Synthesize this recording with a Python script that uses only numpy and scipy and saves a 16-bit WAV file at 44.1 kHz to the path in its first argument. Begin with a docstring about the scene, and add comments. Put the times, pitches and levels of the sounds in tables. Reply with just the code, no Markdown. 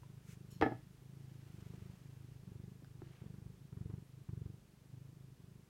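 """A cat purrs close to the microphone in a small, quiet room, about 26 throat beats a second.
Each opening of the throat gives a low throb and a puff of air: sharp thuds breathing in, softer and
rounder ones breathing out. Fur brushes by, a grazed metal lamp rings faintly, and something wooden knocks
and rattles to rest. A few soft taps and two faint swells of hiss lie over the low room tone."""
import sys
import numpy as np
from scipy import signal
from scipy.fft import rfft, irfft, next_fast_len
from scipy.io import wavfile

SR = 44100
rng = np.random.default_rng(int(sys.argv[2]) if len(sys.argv) > 2 else 0)


def store_pcm(level_fs):
    """Save levels as 16-bit WAV."""
    pcm = np.round(np.clip(level_fs, -1, 1) * 32767).astype(np.int16)
    wavfile.write(sys.argv[1], SR, np.atleast_2d(pcm).T)


N = 250909


def amp(db):
    """Decibels to gain."""
    return 10 ** (np.asarray(db) / 20)


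def unit(x):
    """Scale to rms 1."""
    return x / np.sqrt(np.mean(x ** 2) + 1e-20)


def along(points, hz):
    """Read (Hz, value) points on a log frequency axis."""
    point_hz, values = np.transpose(points)
    return np.interp(np.log(hz + 1), np.log(point_hz + 1), values)


def filtered(x, response):
    """Filter x by a gain given as a function of Hz."""
    size = next_fast_len(len(x) + 8192)
    return irfft(rfft(x, size) * response(np.fft.rfftfreq(size, 1 / SR)), size)[:len(x)]


def noise(spectrum, size=N):
    """Coloured noise of rms 1. Each row of the spectrum: frequency in Hz, relative density in dB."""
    return unit(filtered(rng.standard_normal(size), lambda hz: amp(along(spectrum, hz))))


def soften(x, edge_hz):
    """Low-pass, as a soft contact leaves out the treble."""
    return signal.lfilter(*signal.butter(2, min(edge_hz, SR / 3), fs=SR), x)


def add(track, start_s, sound):
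    """Mix a sound into the track from start_s on."""
    start = max(round(start_s * SR), 0)
    track[start:start + len(sound)] += sound[:max(N - start, 0)]


def swell(peak_s, rise_s, fall_s):
    """A bell-shaped envelope with its own rise and fall times."""
    t = np.arange(N) / SR - peak_s
    return np.exp(-(t / np.where(t < 0, rise_s, fall_s)) ** 2)


def ring(modes, t):
    """Decaying modes, struck at slightly new strengths and in new phases each time."""
    return sum(amp(db + rng.standard_normal() - 60 * t / t60)
               * np.sin(2 * np.pi * (hz * t + rng.random())) for hz, db, t60 in modes)


def thud(modes, t):
    """Damped resonances that all start together from rest."""
    return sum(amp(db - 60 * t / t60) * np.sin(2 * np.pi * hz * t) for hz, db, t60 in modes)


def room(x):
    """The small room's diffuse answer, each frequency dying at its own speed."""
    # Reverberation. 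Each row: frequency in Hz, t60 in seconds.
    decay_times = [(120, 0.56), (500, 0.22), (2000, 0.35), (5000, 0.56), (12000, 0.11)]
    hz, t, spectra = signal.stft(rng.standard_normal(SR // 3), SR, nperseg=256)
    decay = amp(-60 * t / along(decay_times, hz)[:, None])
    tail = signal.istft(spectra * decay, SR, nperseg=256)[1]
    return signal.oaconvolve(x, tail / np.linalg.norm(tail))[:N]


def room_tone(level_db=-65, drift_db_per_s=-0.2943):
    """The room's low rumble and faint hiss, slowly sinking in level together."""
    # The quiet room. Each row: frequency in Hz, relative density in dB.
    air = [(20, -8), (50, 6.5), (110, -3), (220, -3.5), (400, -10), (650, -17), (1500, -20.5),
           (2100, -22.5), (2800, -22.5), (4000, -25), (6000, -26), (10000, -28.5), (15500, -31.5)]
    return amp(level_db + drift_db_per_s * np.arange(N) / SR) * noise(air)


def soft_hiss(grain_db=2, grain_hz=60):
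    """Two faint swells of hiss: a slow one like stroked fur, then a short one like a breath or sniff."""
    # Each row: peak in seconds, level in dB, rise and fall in seconds, cutoff in Hz.
    swells = [(1.65, -71, .45, 0.72, 11700), (3.05, -68.5, .03, 0.22, 4500)]
    # Colour of the hiss. Each row: frequency in Hz, relative density in dB.
    hiss_spectrum = [(200, 0), (600, 1.5), (1200, -0.5), (1900, -1), (2800, -1.5), (4000, -7), (6000, -8),
                     (10000, -14), (15500, -5.5)]
    hiss = sum(amp(db) * swell(peak_s, rise_s, fall_s) * soften(noise(hiss_spectrum), bright_hz)
               for peak_s, db, rise_s, fall_s, bright_hz in swells)
    grain = unit(soften(rng.standard_normal(N), grain_hz))
    return hiss * amp(grain_db * grain)


def fur_brush(peak_s=0.325, db=-65):
    """Fur brushes by in one short, airy swish."""
    # Sliding fur. Each row: frequency in Hz, relative density in dB.
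    fur = [(500, -26), (1300, 0), (2400, 0), (4500, -8), (6500, -1.5), (10000, -8), (15500, -12.5)]
    return amp(db) * swell(peak_s, rise_s=0.06, fall_s=0.025) * noise(fur)


def lamp(start_s=0.502, db=-73, rise_s=0.013, tremble_depth=2.0):
    """The lamp's metal is grazed and rings thinly, each mode trembling under the scrape."""
    # Modes of the metal. Each row: frequency in Hz, relative level in dB, t60 in seconds.
    metal_modes = [(3050, -6, 0.58), (4240, -3, 0.55), (5450, -0.5, 0.41), (6900, 2.5, 0.27),
                   (6850, -7.5, 0.18), (8060, 5, .13), (10000, 2, 0.15), (11500, 5, 0.17), (12100, -3, .1),
                   (13700, -5, 0.17)]
    track, t = np.zeros(N), np.arange(SR // 4) / SR
    onset = 1 - np.exp(-t / rise_s)
    for mode in metal_modes:
        tremble = 1 + tremble_depth * noise([(100, -11), (300, -17), (1100, -33)], size=len(t))
        add(track, start_s, amp(db) * ring([mode], t) * tremble * onset)
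    return track


def taps(tick_db=-3, tick_t60=0.011, room_db=-10):
    """Small contacts near the microphone: one damped resonance under a short, muffled tick."""
    # Each row: start in seconds, level in dB, pitch in Hz, t60 in seconds, the tick's cutoff in Hz.
    soft_taps = [(.033, -54, 960, 0.022, 1400), (1.024, -56, 420, 0.024, 700), (1.737, -50, 376, 0.04, 700),
                 (2.822, -49, 283, 0.048, 600), (2.846, -56, 1500, 0.011, 4470),
                 (3.019, -39, 343, 0.037, 860), (3.239, -44.5, 203, 0.043, 400),
                 (3.417, -48.5, 330, 0.027, 500)]
    track, t = np.zeros(N), np.arange(SR // 5) / SR
    for start_s, db, hz, t60, bright_hz in soft_taps:
        tick = unit(soften(rng.standard_normal(len(t)), bright_hz)) * amp(tick_db - 60 * t / tick_t60)
        resonance = thud([(hz, 0, t60)], t)
        add(track, start_s, amp(db) * soften(resonance + tick, 2 * bright_hz))
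    return track + amp(room_db) * room(track)


def contacts(touch_db=-8.5, touch_brighter=1.7, touch_t60=0.037, touch_edge_db=-22, blow_edge_db=-31):
    """At each bounce of the wood one edge touches, weaker and brighter, just before the full blow."""
    # Each row: time of the blow in seconds, level in dB, cutoff in Hz, the crack's t60 in seconds,
    # lead of the first touch in seconds.
    bounces = [(0.623, -19.5, 2400, 0.083, .0101), (0.6619, -25.5, 1120, 0.073, 0.0084),
               (.695, -37.5, 750, 0.029, 0.0091), (.721, -33, 785, 0.037, .008),
               (0.754, -56, 500, .04, 0.0056)]
    for blow_s, db, bright_hz, crack_t60, lead_s in bounces:
        yield blow_s - lead_s, db + touch_db, bright_hz * touch_brighter, touch_t60, touch_edge_db
        yield blow_s, db, bright_hz, crack_t60, blow_edge_db


def wooden_knock(ring_db=-14, crack_db=-3, thud_db=-3, metal_db=-39, room_db=-14,
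                 t60_scale=0.64, choke=0.36, hard_blow_db=-21):
    """A wooden thing strikes hard and rattles to rest in duller bounces; a metal part rings along."""
    # Modes of the wood. Each row: frequency in Hz, relative level in dB, t60 in seconds before scaling.
    wood_modes = [(120, -7.5, 0.44), (237, -8.5, 0.31), (286, -1, 0.14), (318.5, 0, 0.23), (412, -9, 0.18),
                  (447, 1, 0.2), (481.6, -6.5, 0.2), (575, -10, 0.35), (649, -8.5, 0.36), (766, -1, 0.23),
                  (836, -1, 0.13), (906, -3, .18), (1110, -18, 0.2), (1217, -9, 0.12), (1284, -2.5, 0.19),
                  (1297, -1.5, 0.21), (1420, -10, 0.23), (1690, -5, 0.23), (1736, -2.5, 0.23),
                  (1857, -38, .25), (1997, -15, 0.058), (2060, -17, 0.088), (2225, -18, 0.09),
                  (2590, -20, 0.12), (2980, -25, .18), (3190, -6.5, 0.078), (3240, -12.5, 0.11)]
    # Modes of its metal part and its hollow. 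Each row: frequency in Hz, relative dB, t60 in seconds.
    metal_modes = [(4032, -5, 0.4), (4242, -4, 0.22), (5114, 3, 0.4), (5400, 6, .28), (5220, 6.5, 0.27),
                   (5950, -4, 0.43)]
    hollow_modes = [(319, 1.5, 0.053), (808, -5.5, 0.038), (2120, -7, 0.033), (3280, -11, 0.016)]
    # Noise of the impact. Each row: frequency in Hz, relative density in dB.
    crack_spectrum = [(30, -35), (60, -17), (125, 2.5), (200, -4.5), (330, 1.5), (470, 1), (580, -12.5),
                      (800, 0), (1050, -22), (1320, -17.5), (2100, -11), (2700, -21.5), (3600, -28),
                      (6000, -29.5), (14000, -22.5)]
    track, t = np.zeros(N), np.arange(SR // 4) / SR
    damped_modes = [(hz, db, t60 * t60_scale) for hz, db, t60 in wood_modes]
    for start_s, db, bright_hz, crack_t60, edge_db in contacts():
        crack = noise(crack_spectrum, size=len(t)) * amp(crack_db - 60 * t / crack_t60)
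        freedom = amp(choke * (db - hard_blow_db))  # light bounces stay in contact longer and ring less
        ringing = amp(ring_db) * ring(damped_modes, t) + amp(metal_db) * ring(metal_modes, t)
        blow = crack + amp(thud_db) * thud(hollow_modes, t) + freedom * ringing
        sharp_edge = amp(edge_db) * blow
        add(track, start_s, amp(db) * (soften(blow, bright_hz) + sharp_edge))
    return track + amp(room_db) * room(track)


def throat_beats(jitter_s=0.00095, lag_s=0.0032, onset_db=-4.5):
    """Yield each beat's time in seconds, effort in dB, inward share and whether it opens a breath."""
    # The cat's breaths. Each row: first and last beat in seconds, number of beats, inward share from
    # 0 to 1, held effort in dB, attack and release in seconds, fall over the release in dB.
    breaths = [(0.026, 0.215, 6, 0.1, -55.5, 0, 0.037, 10),
               (0.254, 0.604, 10, 0.71, -54.5, 0.0022, 0.043, -2.5),
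               (0.638, 0.988, 10, 0.29, -53.5, 0, 0.3, 9), (1.022, 1.469, 13, 0.07, -52.5, .16, 0.14, 3),
               (1.505, 1.977, 13, 0.97, -53, 0.045, 0.074, 9.5),
               (2.018, 2.401, 11, 0.05, -53, 0.059, 0.035, 3.5),
               (2.436, 2.76, 9, 0.86, -51.5, 0.057, 0.16, 5.5),
               (2.799, 3.186, 11, 0.11, -54, 0.17, 0.099, 10), (3.223, 3.58, 10, 0.93, -53, 0, 0.097, 11.5),
               (3.618, 3.691, 3, 0, -53.5, 0, .045, 14), (3.73, 4.064, 9, 0.81, -46.5, 0.084, 0.1, 18),
               (4.102, 4.216, 4, 0.08, -54.5, 0.061, .04, 0.5), (4.293, 4.626, 9, 0.62, -46.5, 0, 0.16, 19),
               (4.656, 4.9, 7, 0.3, -61.5, 0.13, .04, -2), (4.939, 5.324, 11, 0.09, -52, 0, 0.43, 5.5),
               (5.403, 5.673, 8, 0.62, -58.5, 0, 0.092, 12.5)]
    for first_s, last_s, count, inward, held_db, attack_s, release_s, fall_db in breaths:
        for progress in np.linspace(0, 1, round(count)):
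            beat_s = first_s + (last_s - first_s) * progress
            beat_s += lag_s * inward * np.sin(np.pi * progress)  # an in-breath hurries at its end
            swelling = max(1 - (beat_s - first_s) / attack_s, 0) if attack_s > 0 else 0
            fading = max(1 - (last_s - beat_s) / release_s, 0)
            effort_db = held_db + onset_db * swelling - fall_db * fading
            yield beat_s + jitter_s * rng.standard_normal(), effort_db, inward, progress == 0


def throb(parts, t, stretch=1, pitch_spread=0.067, chest_scatter_db=1, throat_scatter_db=2):
    """One beat around t = 0: first the chest's swing, which can stretch, then the throat's resonances."""
    wave = np.zeros(len(t))
    for k, (hz, width_s, db) in enumerate(parts):
        part_t, scatter_db = (t / stretch, chest_scatter_db) if k == 0 else (t, throat_scatter_db)
        pitch_hz = hz * (1 + pitch_spread * rng.standard_normal())
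        gain = amp(db + scatter_db * rng.standard_normal())
        wave += gain * np.exp(-0.5 * (part_t / width_s) ** 2) * np.cos(2 * np.pi * pitch_hz * part_t)
    return wave


def purr(beat_db=11.0, rasp_in_db=-17.5, rasp_out_db=-23, rasp_t60=0.17, rasp_lead_s=0.00427,
         snap_db=-11, stretch_per_db=0.02, easy_effort_db=-54):
    """The cat, close up: each opening of the throat gives a low throb and a puff of rasping air."""
    # Parts of a beat, breathing in and out. Each row: frequency in Hz, half length in seconds
    # (both before any stretch), relative level in dB.
    beat_in = [(121.2, 0.0043, -1), (181, 0.0078, -13), (332, 0.0033, -21), (406.4, 0.0051, -22)]
    beat_out = [(132.5, 0.0059, -3), (308, 0.005, -23.5), (422, 0.0069, -29)]
    # Air in the throat. Each row: frequency in Hz, relative density in dB.
    rasp_spectrum = [(40, 1), (130, 8), (250, 2.5), (420, -10.5), (580, -19), (850, -17), (1500, -21.5),
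                     (3000, -35.5), (8000, -52)]
    # Reflections from walls near the microphone. Each row: delay in seconds, gain in dB.
    near_walls = [(.0098, -21), (0.0157, -20.5), (0.022, -19)]
    lead_samples = SR // 45
    t = np.arange(-lead_samples, 2 * lead_samples) / SR
    puff_t = t + rasp_lead_s
    puff = np.clip(puff_t / 0.0029, 0, 1) * amp(-60 * np.abs(puff_t) / rasp_t60)
    # The folds part abruptly as an in-breath begins.
    snap = amp(snap_db) * np.exp(-0.5 * ((t + 0.0024) / 0.0015) ** 2)
    body, flow = np.zeros(N), np.zeros(N)
    for beat_s, effort_db, inward, opens in throat_beats():
        strength = amp(effort_db + beat_db)
        # Harder inward beats swing wider and sound deeper.
        stretch = np.exp(stretch_per_db * (effort_db - easy_effort_db))
        beat = inward * throb(beat_in, t, stretch) + (1 - inward) * throb(beat_out, t)
        add(body, beat_s + t[0], strength * beat)
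        rasp = amp(inward * rasp_in_db + (1 - inward) * rasp_out_db + 2 * rng.standard_normal())
        add(flow, beat_s + t[0], strength * (rasp * puff + opens * inward * snap))
    track = body + flow * noise(rasp_spectrum)
    for delay_s, db in near_walls:
        add(track, delay_s, amp(db) * body)
    return track


def scene():
    """The cat and the room around it, at one close microphone."""
    return (purr() + wooden_knock() + taps() + lamp() + fur_brush() + soft_hiss() + room_tone())[None]


def record(dry, low_hz=45, top_hz=15900):
    """The microphone thins out the deepest bass and keeps nothing above its band limit."""
    thinned = signal.lfilter(*signal.butter(1, low_hz, "high", fs=SR), dry[0])
    return filtered(thinned, lambda hz: hz < top_hz)[None]


dry = scene()
out = record(dry)
store_pcm(out)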